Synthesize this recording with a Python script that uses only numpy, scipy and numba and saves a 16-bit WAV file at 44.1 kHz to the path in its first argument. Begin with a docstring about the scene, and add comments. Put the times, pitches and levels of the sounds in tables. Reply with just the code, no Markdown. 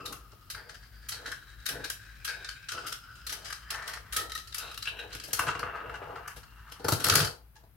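"""Marble run on a table, close to a phone

Steel marbles run down wire rails and over plastic tiles, an arm's length or less from a stereo phone in a
quiet room. Each knock is a burst of chattering contacts; rolling roughness rings the track piece underfoot,
and the tiles drum hollow. A last pile-up clatters into a cup. Decaying noise makes the room's answer,
coloured noise its low rumble and faint hiss, and the phone's gain ducks under the clatter."""
import sys
import numpy as np
from scipy import signal
from scipy.fft import rfft, irfft
from scipy.io import wavfile
from scipy.ndimage import uniform_filter1d
from numba import njit

SR = 44100
rng = np.random.default_rng(int(sys.argv[2]) if len(sys.argv) > 2 else 0)


def transcribe(u):
    """Save the signal u as a 16-bit wav file named by the first command-line argument.

    u: samples, shape (n,) or (channels, n), limited to [-1, 1]; the rate is SR.
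    q: integer samples, one column per channel.
    """
    v = np.clip(np.atleast_2d(u).T, -1, 1)
    q = np.round(v * 32767).astype(np.int16)
    wavfile.write(sys.argv[1], SR, q)


N = 342206  # samples

# Source levels below are relative: marbles() trims each layer.
# Room noise, a spectrum. Each row: frequency in Hz, level in dB per Hz.
ROOM_NOISE = [(20, -40), (40, -6), (56, 10), (75, -8), (105, -2.5), (200, -18), (500, -28.5), (1500, -30),
              (3000, -37.5), (7300, -46.5), (12000, -34), (16000, -35)]
ROOM_NOISE_DB = -53.5
ROOM_T60_S, ROOM_DB, ROOM_SHARED_HZ = 0.25, -2, 900  # echo; the ports differ more above the last
LEFT_DB, SPREAD_S = 1.5, 0.00023  # left port up and right port down by this; lag of thuds at the right port
# Rolling on the rails, joined by straight lines. Each row: time in seconds, piece ring in dB, rattle in dB.
RAILS = [(0.0, -52, -56), (0.24, -66.5, -58), (1.77, -54.5, -50.5), (4.23, -56.5, -55), (4.69, -62, -48),
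         (5.01, -52, -73), (5.38, -60, -36.5), (5.64, -47.5, -57.5), (6.53, -59.5, -58.5), (6.79, -55, -57),
         (7.07, -46.5, -33), (7.15, -48, -50), (7.37, -77.5, -80), (7.76, -93, -78)]
# Marbles crossing tiles. Each row: start in seconds, length in seconds, piece ring in dB, tile drum in dB,
# rattle in dB, tile pitch in Hz on entering, tile pitch in Hz on leaving.
CROSSINGS = [(-0.08, 0.19, -49, -47, -52, 330, 296), (0.532, 0.15, -49.5, -53.5, -68, 664, 574),
             (1.114, 0.17, -46.5, -52, -52, 810, 370), (1.667, 0.14, -49, -42, -61, 397, 398),
             (2.252, 0.16, -45.5, -53, -52, 660, 590), (2.711, 0.14, -42, -48, -48, 440, 464),
             (3.275, 0.2, -49.5, -52, -48, 533, 710), (3.685, 0.27, -42, -48, -41.5, 716, 744),
             (4.135, .1, -40, -44, -38, 480, 466), (4.541, 0.16, -41, -50.5, -55, 664, 630),
             (4.888, 0.27, -59.5, -50.5, -49.5, 696, 400), (5.202, 0.2, -58, -56, -57, 380, 470),
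             (5.362, 0.14, -31.5, -41, -34, 730, 517), (5.539, 0.66, -49, -43.5, -70, 550, 690),
             (6.819, 0.2, -67.5, -39.5, -55.5, 457, 386), (7.031, 0.21, -41, -31.5, -21.5, 420, 534),
             (7.54, 0.058, -78, -64, -71, 787, 697)]
ON_S, OFF_DB_PER_S = 0.038, 179.5  # the tile takes the load, and falls silent once left
RING_SAG_DB, RATTLE_AT, RATTLE_WIDTH = 9.5, 0.77, 0.31  # ring fades across a tile; rattle peaks at this share
# Steel knocks at the joints. Each row: time in seconds, crack in dB, then piece ring, tile thud and bright
# edge in dB over the crack, and the chatter's 60 dB decay in seconds.
KNOCKS = [(0.052, -28.5, -13, -26, -15, 0.11), (0.121, -22.5, -6, -20, -10, 0.038),
          (0.3257, -55.5, -1, 16, -21, .044), (0.4992, -24.5, -37, -22, -12, 0.065),
          (0.5446, -28, 3.5, -3, -19, 0.032), (0.6892, -32.5, -3, -21, -26, 0.057),
          (0.7412, -35, -7.5, -19, -22, 0.069), (1.0854, -20.5, -29, -35, -10, 0.064),
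          (1.1158, -24, -17, -16.5, -24, 0.11), (1.255, -33, -4.5, -17, -21.5, 0.2),
          (1.315, -19.5, -2.5, -42, -16.5, 0.037), (1.655, -23, -5, -32, -13, 0.033),
          (1.662, -10.5, -22, -32, -13, 0.029), (1.685, -19, -19, -39, -14, 0.062),
          (1.839, -27.5, -5.5, -16, -18, 0.082), (1.897, -18.5, -7, -20, -13, 0.038),
          (2.2448, -17.5, -37, -43, -13, 0.05), (2.272, -28, -1, -38, -21, 0.15),
          (2.4436, -22, -9, -34, -29, 0.032), (2.4855, -22.5, -14.5, -40, -26, 0.05),
          (2.5075, -31, -20, -26, -17, 0.024), (2.6838, -22, -15, -40, -24, 0.072),
          (2.7155, -21, -10, -17.5, -20, 0.068), (2.7748, -33, 16.5, -10, -31, 0.024),
          (2.862, -25.5, -40, -20, -13.5, 0.11), (2.92, -21.5, -17, -29, -17.5, 0.056),
          (3.151, -42.5, -11, -24, -21, 0.093), (3.2646, -20, -34, -26, -13, 0.054),
          (3.292, -15, -40, -38, -20, 0.046), (3.3208, -23, -30, -27, -14.5, 0.072),
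          (3.444, -34, -32, -30, -22, 0.27), (3.501, -26, 4, -33, -11.5, 0.035),
          (3.5244, -10.5, -8, -33, -21, 0.019), (3.702, -19, -31, -36, -17, 0.058),
          (3.743, -19, -0.5, -16, -24, 0.034), (3.874, -30.5, -3, -50, -12.5, 0.086),
          (3.931, -29, -2.5, -33, -15, .067), (3.969, -34, 14.5, -19, -25, 0.022),
          (4.1225, -29, -11.5, -20, -11.5, 0.19), (4.1619, -14, -40, -40, -13, 0.058),
          (4.295, -21.5, -14, -38, -21, .046), (4.318, -16, -1, -38, -19, 0.018),
          (4.3491, -15.5, 0.5, -28, -10, 0.027), (4.375, -18, -22, -14, -20, 0.031),
          (4.471, -31, -30, -36, -17, 0.046), (4.521, -32.5, -13, -46, -24, 0.048),
          (4.5432, -6.5, -36, -47, -11.5, 0.02), (4.58, -16.5, -37, -45, -9.5, 0.032),
          (4.711, -29.5, -2.5, -33, -16, 0.039), (4.7394, -14.5, -29, -39, -18, 0.021),
          (4.774, -14, -1.5, -39, -12, 0.019), (4.8218, -16.5, -34, -34, -20, 0.037),
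          (4.852, -21, -13, -25, -25, .03), (4.8685, -29.5, 2.5, -6.5, -17.5, 0.076),
          (4.9661, -43, 2, -13, -14, 0.037), (4.986, -37, 3, -12, -17, .077),
          (5.125, -27.5, -28, -28, -20.5, 0.051), (5.148, -15, -19, -8, -14.5, 0.022),
          (5.1982, -17.5, -22, -16, -25, 0.019), (5.234, -31, -38, -27.5, -12.5, 0.078),
          (5.2775, -37.5, -17.5, 2, -8, 0.083), (5.33, -7, -38.5, -15.5, -5.5, .025),
          (5.3909, -8.5, -1, -31.5, -8, 0.037), (5.467, -25, 9, -3, -25, 0.033),
          (5.478, -26, 13.5, 5, -30, .045), (5.5493, -26.5, 9, 5.5, -29, .034),
          (5.5913, -24, 4.5, -21, -18, 0.033), (5.629, -35.5, 14.5, 13, -35, 0.036),
          (5.7516, -44, 4, -24, -23, 0.054), (5.8924, -39, 13, -12, -16, 0.038),
          (5.9384, -39.5, 9.5, -28, -30, 0.062), (5.951, -45.5, 1, -28, -18, 0.071),
          (6.155, -38, 3.5, -13, -26, 0.059), (6.2756, -24.5, 5.5, -10, -4.5, 0.021),
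          (6.36, -35.5, -14, -3.5, -14, 0.091), (6.429, -35, -0.5, -25, -30, 0.035),
          (6.7136, -33, -13, -8, -16, .073), (6.794, -41.5, -21, 8.5, -21.5, 0.092),
          (6.8425, -18, -3.5, 4.5, -12, .035), (6.8811, -10, -3.5, 2.5, -7.5, 0.034),
          (6.919, -14.5, -7, 3.5, -9.5, 0.056), (6.9955, -30.5, -5, -27, -11, 0.095),
          (7.0395, -11.5, -17, -18.5, -11.5, 0.046), (7.054, -21, 4.5, -21.5, -15.5, 0.032),
          (7.0646, -12.5, 0.5, -23.5, -10, 0.031), (7.0835, -6.5, -2, -32, -4.5, 0.021),
          (7.0953, 2, -11.5, -27.5, -21, 0.031), (7.1218, -6.5, 6.5, -24, -10, 0.021),
          (7.1336, -6.5, -1.5, -23, -11.5, 0.028), (7.1525, -3, -2.5, -20, -8, 0.033),
          (7.176, -7, -2, -13, -18, .03), (7.19, -7.5, -6, -20, -11.5, 0.034), (7.2, -16, 1, -28, -23, .04),
          (7.216, -16, -3, -23, -19, 0.053), (7.2454, -9, -5, -28, -13.5, 0.033),
          (7.27, -20.5, 2, -54, -25, 0.043), (7.5525, -46, 0.5, -17, -23.5, 0.11),
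          (7.633, -52, -18, 12, -19, 0.058)]
RISE_S = 0.0029
KNOCK_PAN_DB, PAN_SCATTER_DB = 3, 1.5  # left over right
# Faint ticks at random moments. One row: crack in dB over the rail ring, scatter in dB, then ring, thud and
# edge in dB over the crack, and a decay in seconds that knocks() lifts to its shortest.
TICK = (12, 1, -9.5, -31, -9, -0.46)
TICKS = 45
# Hand-over of the marbles to the next track piece: times in seconds.
PIECE_FROM = [.5, 1.09, 1.661, 2.25, 2.691, 3.27, 3.7, 4.131, 4.54, 4.849, 5.361, 6.801, 7.54]
# Resonances of the track pieces in turn, a list for each. Each row: frequency in Hz, width in Hz (ring()
# widens narrow ones), level in dB relative to the others of its piece.
PIECES = [
    [(1280, 146, -2), (2810, 140, -11.5), (5150, 78, -14)],
    [(1570, 340, 5), (2070, 30, -15), (3070, 290, -12), (4740, 240, 1.5)],
    [(1438, 15, 1), (1564, 280, 15), (3180, 110, -2), (3900, 130, 6)],
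    [(1580, 210, -5), (2400, 210, -12.5), (3860, 110, -15), (5040, 130, -23)],
    [(1578, 150, 8), (2410, 290, 4), (3770, 91, -2), (4970, 130, -4.5)],
    [(1402, 143, 12), (2860, 350, 2.5), (4860, 77, -3), (5100, 23, 1.5)],
    [(1470, 380, 15), (3080, 82, 4.5), (4400, 100, -22), (4980, 78, 6)],
    [(1486, 470, 11), (1815, 83, -1), (5200, 99, -10), (5630, 16, -20)],
    [(1300, 49, 4.5), (1850, 26, -1.5), (3430, 37, -15), (3904, 190, -0.5)],
    [(1355, 200, -2), (2690, 200, -8), (3940, 280, -1.5)],
    [(1570, 250, 4.5), (2770, 420, 2), (3950, 56, 0.5)],
    [(1053, 200, -6), (1335, 340, 9), (2760, 130, -3)],
    [(1384, 260, -3), (3000, 130, -38), (4200, 120, -29), (4540, 270, -9.5)],
    [(906, 12.4, -6), (1670, 110, -7)],
]
CLIMB = 0.036  # share by which a piece's modes rise while the marble runs along it
# Tile and table. One row: tile width in Hz, table board in Hz, board width in Hz, board level in dB.
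TILE = (415, 105, 63, -11)
# Air under the tiles. One row: frequency in Hz, width in Hz, level in dB.
HOLLOW = (463, 94, -15)
# Steel crack, a spectrum. Each row: frequency in Hz, level in dB per Hz.
CRACK = [(410, -52.5), (700, -31), (1040, -20.5), (1250, -4), (2470, -12), (3160, -4.5), (3510, -10.5),
         (4000, -5), (4490, -6.5), (9000, -16), (11700, -37), (19800, -120)]
# Bright edge on the crack, a spectrum. Each row: frequency in Hz, level in dB per Hz.
EDGE = [(3530, -28), (6000, -0.5), (9900, -9.5), (10900, -0.5), (16000, -15)]
# Short ring of the struck spot, new at each knock. One row: lowest Hz, highest Hz, width in Hz, level in dB.
PING = (3700, 6200, 450, -13)


def undb(db):
    """Decibels to gain."""
    return 10 ** (np.asarray(db) / 20)


def unit(x):
    """Scale to rms 1."""
    return x / np.sqrt(np.mean(x ** 2))


def walk(rate, size):
    """Random levels, a new one each 1 / rate s, joined by slews; spread near 1."""
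    k = int(SR / rate)
    steps = np.repeat(rng.standard_normal(size // k + 1), k)
    return uniform_filter1d(steps, k)[:size]


def colour(x, points):
    """Causal filter that follows (Hz, dB) points, built from the folded cepstrum; gain 1 for white noise."""
    hz, db = np.transpose(points)
    grid = np.maximum(np.fft.rfftfreq(8192, 1 / SR), 1)
    log_gain = np.interp(np.log(grid), np.log(hz), db) * np.log(10) / 20
    cepstrum = irfft(log_gain)
    cepstrum[1:4096] *= 2
    cepstrum[4097:] = 0
    response = irfft(np.exp(rfft(cepstrum)))
    response = response / np.linalg.norm(response)
    return signal.fftconvolve(x, response[None], axes=1)[:, :N]


def filtered(x, order, hz, kind="low"):
    """Butterworth filter, low-pass or high-pass."""
    return signal.sosfilt(signal.butter(order, hz, kind, fs=SR, output="sos"), x)


@njit
def svf(x, g, k):
    """State-variable band-pass with a moving centre, gain 1 there."""
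    y, band, low = np.empty(len(x)), 0., 0.
    for i in range(len(x)):
        v = (band + g[i] * (x[i] - low)) / (1 + g[i] * (g[i] + k[i]))
        band = 2 * v - band
        low += 2 * g[i] * v
        y[i] = k[i] * v
    return y


def ring(x, hz, width):
    """One resonance applied twice for steep skirts, gain near 1 for white noise."""
    width = max(width, 35, hz.mean() / 30)
    g = np.tan(np.pi * hz / SR)
    k = 1.654 * width / hz
    return svf(svf(x, g, k), g, k) / np.sqrt(np.pi * width / SR)


def grit(scatter_db, share):
    """Tiny contacts on a share of the samples, a few much stronger than the rest."""
    hit = rng.random(N) < np.clip(share, .001, 1)
    strength = undb(scatter_db * np.minimum(rng.exponential(size=N), 6.5))
    return unit(hit * rng.standard_normal(N) * strength)


def quiet():
    """Wavering low rumble, alike left and right, under a faint unrelated hiss."""
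    mid, side = colour(rng.standard_normal((2, N)), ROOM_NOISE)
    side = .17 * side + filtered(side, 1, 1200, "high")
    both = (mid + side * np.array([[1], [-1]])) * undb(0.5 * walk(4, size=N))
    return both * undb(ROOM_NOISE_DB + np.array([[LEFT_DB], [-LEFT_DB]]))


def room(dry):
    """Decaying-noise answer of the walls, more alike at the two ports in the bass."""
    age = np.arange(int(.6 * SR)) / SR
    mid, side = rng.standard_normal((2, len(age)))
    side = filtered(side, 1, ROOM_SHARED_HZ, "high")
    tail = mid + 0.75 * rng.standard_normal((2, len(age))) + side * np.array([[1], [-1]])
    tail = tail * undb(-60 * age / ROOM_T60_S) * np.minimum(age / 0.0049, 1)
    tail = tail / np.linalg.norm(tail, axis=1, keepdims=True)
    return undb(ROOM_DB) * signal.fftconvolve(dry, tail, axes=1)[:, :N]


def rolling():
    """Levels of ring, drum and rattle (dB) and tile pitch (Hz): the rails plus each crossing of a tile."""
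    t = np.arange(N) / SR
    s, rail_ring_db, rail_rattle_db = np.transpose(RAILS)
    rail_ring = undb(np.interp(t, s, rail_ring_db))
    rail_rattle = undb(np.interp(t, s, rail_rattle_db))
    gains = np.array([rail_ring, np.full(N, 1e-5), rail_rattle])
    for on, length, ring_db, drum_db, rattle_db, _, _ in CROSSINGS:
        a, b = np.clip([int(on * SR), int((on + length) * SR) + SR // 2], 0, N)
        age = t[a:b] - on
        load = np.minimum(age / ON_S, 1) ** 2 * undb(-OFF_DB_PER_S * np.maximum(age - length, 0))
        across = age / length
        hump = np.exp(-((across - RATTLE_AT) / RATTLE_WIDTH) ** 2)
        sagging_ring = undb(ring_db - RING_SAG_DB * across)
        gains[:, a:b] += load * [sagging_ring, undb(drum_db + 0 * age), undb(rattle_db) * hump]
    on, length, *_, enter_hz, leave_hz = np.transpose(CROSSINGS)
    turns_s = np.ravel([on, on + length], "F")
    tile_hz = np.interp(t, turns_s, np.ravel([enter_hz, leave_hz], "F"))
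    return *(20 * np.log10(gains)), tile_hz


def knocks():
    """Envelopes of the chatter after each knock and tick: crack and edge left and right, piece ring, thud."""
    env = np.zeros((6, N + SR))
    age = np.arange(SR // 4) / SR
    over_db, scatter_db, *colours = TICK
    when, size = rng.random(TICKS) * N / SR, rng.standard_normal(TICKS)
    rail_db = np.interp(when, *np.transpose(RAILS)[:2])
    tick_db = rail_db + over_db + scatter_db * size
    ticks = [(s, db, *colours) for s, db in zip(when, tick_db)]
    for s, db, ring_db, thud_db, edge_db, t60 in KNOCKS + ticks:
        decay = undb(-60 * age / np.clip(t60, .008, .3))
        fade = decay * (1 - np.exp(-age / RISE_S)) ** 2
        half_pan = (KNOCK_PAN_DB + PAN_SCATTER_DB * rng.standard_normal()) / 2
        layers = np.array([half_pan, -half_pan, edge_db + half_pan, edge_db - half_pan, ring_db, thud_db])
        at = int(s * SR)
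        env[:, at:at + len(age)] += undb(db + layers)[:, None] * fade
    return env[:, :N]


def track(force):
    """The piece under the marbles rings; its modes slide and swell as the contact point travels."""
    out = np.zeros(N + SR)
    edges = [0] + [int(s * SR) for s in PIECE_FROM] + [N]
    for a, b, peaks in zip(edges, edges[1:], PIECES):
        push = np.concatenate([force[a:b], np.zeros(SR // 20)])  # room to ring out
        size = len(push)
        total = np.linalg.norm(undb(np.transpose(peaks)[2]))
        for hz, width, db in peaks:
            drift = walk(6.76, size=size)
            swell = walk(21.67, size=size) + walk(6.1, size=size)
            mode_hz = hz * (1 + 0.013 * drift + CLIMB * np.linspace(-.5, .5, size))
            out[a:a + size] += undb(db + 1.78 * swell) / total * ring(push, mode_hz, width)
    # a heavy ball presses too slowly to drive the far treble
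    return filtered(out[:N], 2, 5200)


def tiles(drum_db, drum_hz, knock_env):
    """Rolling load and knocks drum the tile and the air under it; the hard blows shake the table board."""
    load = grit(2.2, .1) * (undb(drum_db - 5.0 + 2.0 * walk(30, size=N)) + undb(-8.0) * knock_env)
    # doubled dB: only the heaviest drumming reaches the board
    blows = grit(2.0, 0.19) * (knock_env + undb(2 * drum_db + 39.5))
    width, board_hz, board_width, board_db = TILE
    hollow_hz, hollow_width, hollow_db = HOLLOW
    tile = filtered(ring(load, drum_hz, width), 2, 1600)
    board = undb(board_db) * ring(blows, np.full(N, 1. * board_hz), board_width)
    hollow = undb(hollow_db) * ring(load, np.full(N, 1. * hollow_hz), hollow_width)
    return tile + board + hollow


def steel(env, rattle):
    """Scattered contacts coloured as a broad crack and a bright edge, with a ping of the struck spot."""
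    # each port sees its own part of the scattered treble
    chatter = .4 * grit(2.0, .5) + .92 * np.array([grit(2.0, .5), grit(2.0, .5)])
    chatter = chatter * undb(3.5 * walk(220, size=N))  # rebounds come in lumps
    crack = colour(chatter * (undb(-8.5) * env[:2] + rattle), CRACK)
    edge = colour(chatter * (undb(3.5) * env[2:4] + undb(-17.0) * rattle), EDGE)
    low_hz, high_hz, width, ping_db = PING
    struck = np.searchsorted(np.transpose(KNOCKS)[0], np.arange(N) / SR)
    spot_hz = (low_hz * (high_hz / low_hz) ** rng.random(len(KNOCKS) + 1))[struck]
    ping = undb(ping_db) * np.array([ring(c, spot_hz, width) for c in chatter * env[:2]])
    return crack + edge + ping


def marbles():
    """Knocks and rolling roughness drive the track pieces, the hollow tiles and a broad steel crack."""
    piece_db, drum_db, rattle_db, drum_hz = rolling()
    env = knocks()
    bumpy = undb(2.98 * walk(45, size=N))  # flats and seams make the rolling uneven
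    rings = track(grit(3.16, .3) * (undb(piece_db) * bumpy + undb(-2.0) * env[4]))
    thuds = tiles(drum_db, drum_hz, env[5])
    late = np.roll(thuds, int(SPREAD_S * SR))  # the wide table reaches the ports at unlike times
    sides = undb(np.array([[LEFT_DB], [-LEFT_DB]]))
    rattle = undb(rattle_db - 13.5) * bumpy * sides
    return steel(env, rattle) + sides * (rings + np.array([thuds, late]))


def scene():
    """Marbles, their echo and the still room."""
    dry = marbles()
    return dry + room(dry) + quiet()


def duck(x, top_db, share, attack_s, release_db):
    """Gain that takes back a share of the smoothed level over top_db; the held level falls release_db a second."""
    pole = np.exp(-1 / (attack_s * SR))
    db = 10 * np.log10(signal.lfilter([1 - pole], [1, -pole], x ** 2) + 1e-12)
    slope = release_db * np.arange(len(x)) / SR
    held = np.maximum.accumulate(db + slope) - slope
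    return undb(-share * np.maximum(held - top_db, 0))


def record(dry):
    """Phone: gain control ducks after long loud clatter; a steep filter cuts the top."""
    gain = duck(dry.mean(axis=0), top_db=-33.5, share=0.32, attack_s=0.14, release_db=2.5)
    top_cut = signal.ellip(10, .2, 70, 15900, fs=SR, output="sos")
    return signal.sosfilt(top_cut, dry * gain)


dry = scene()
out = record(dry)
transcribe(out)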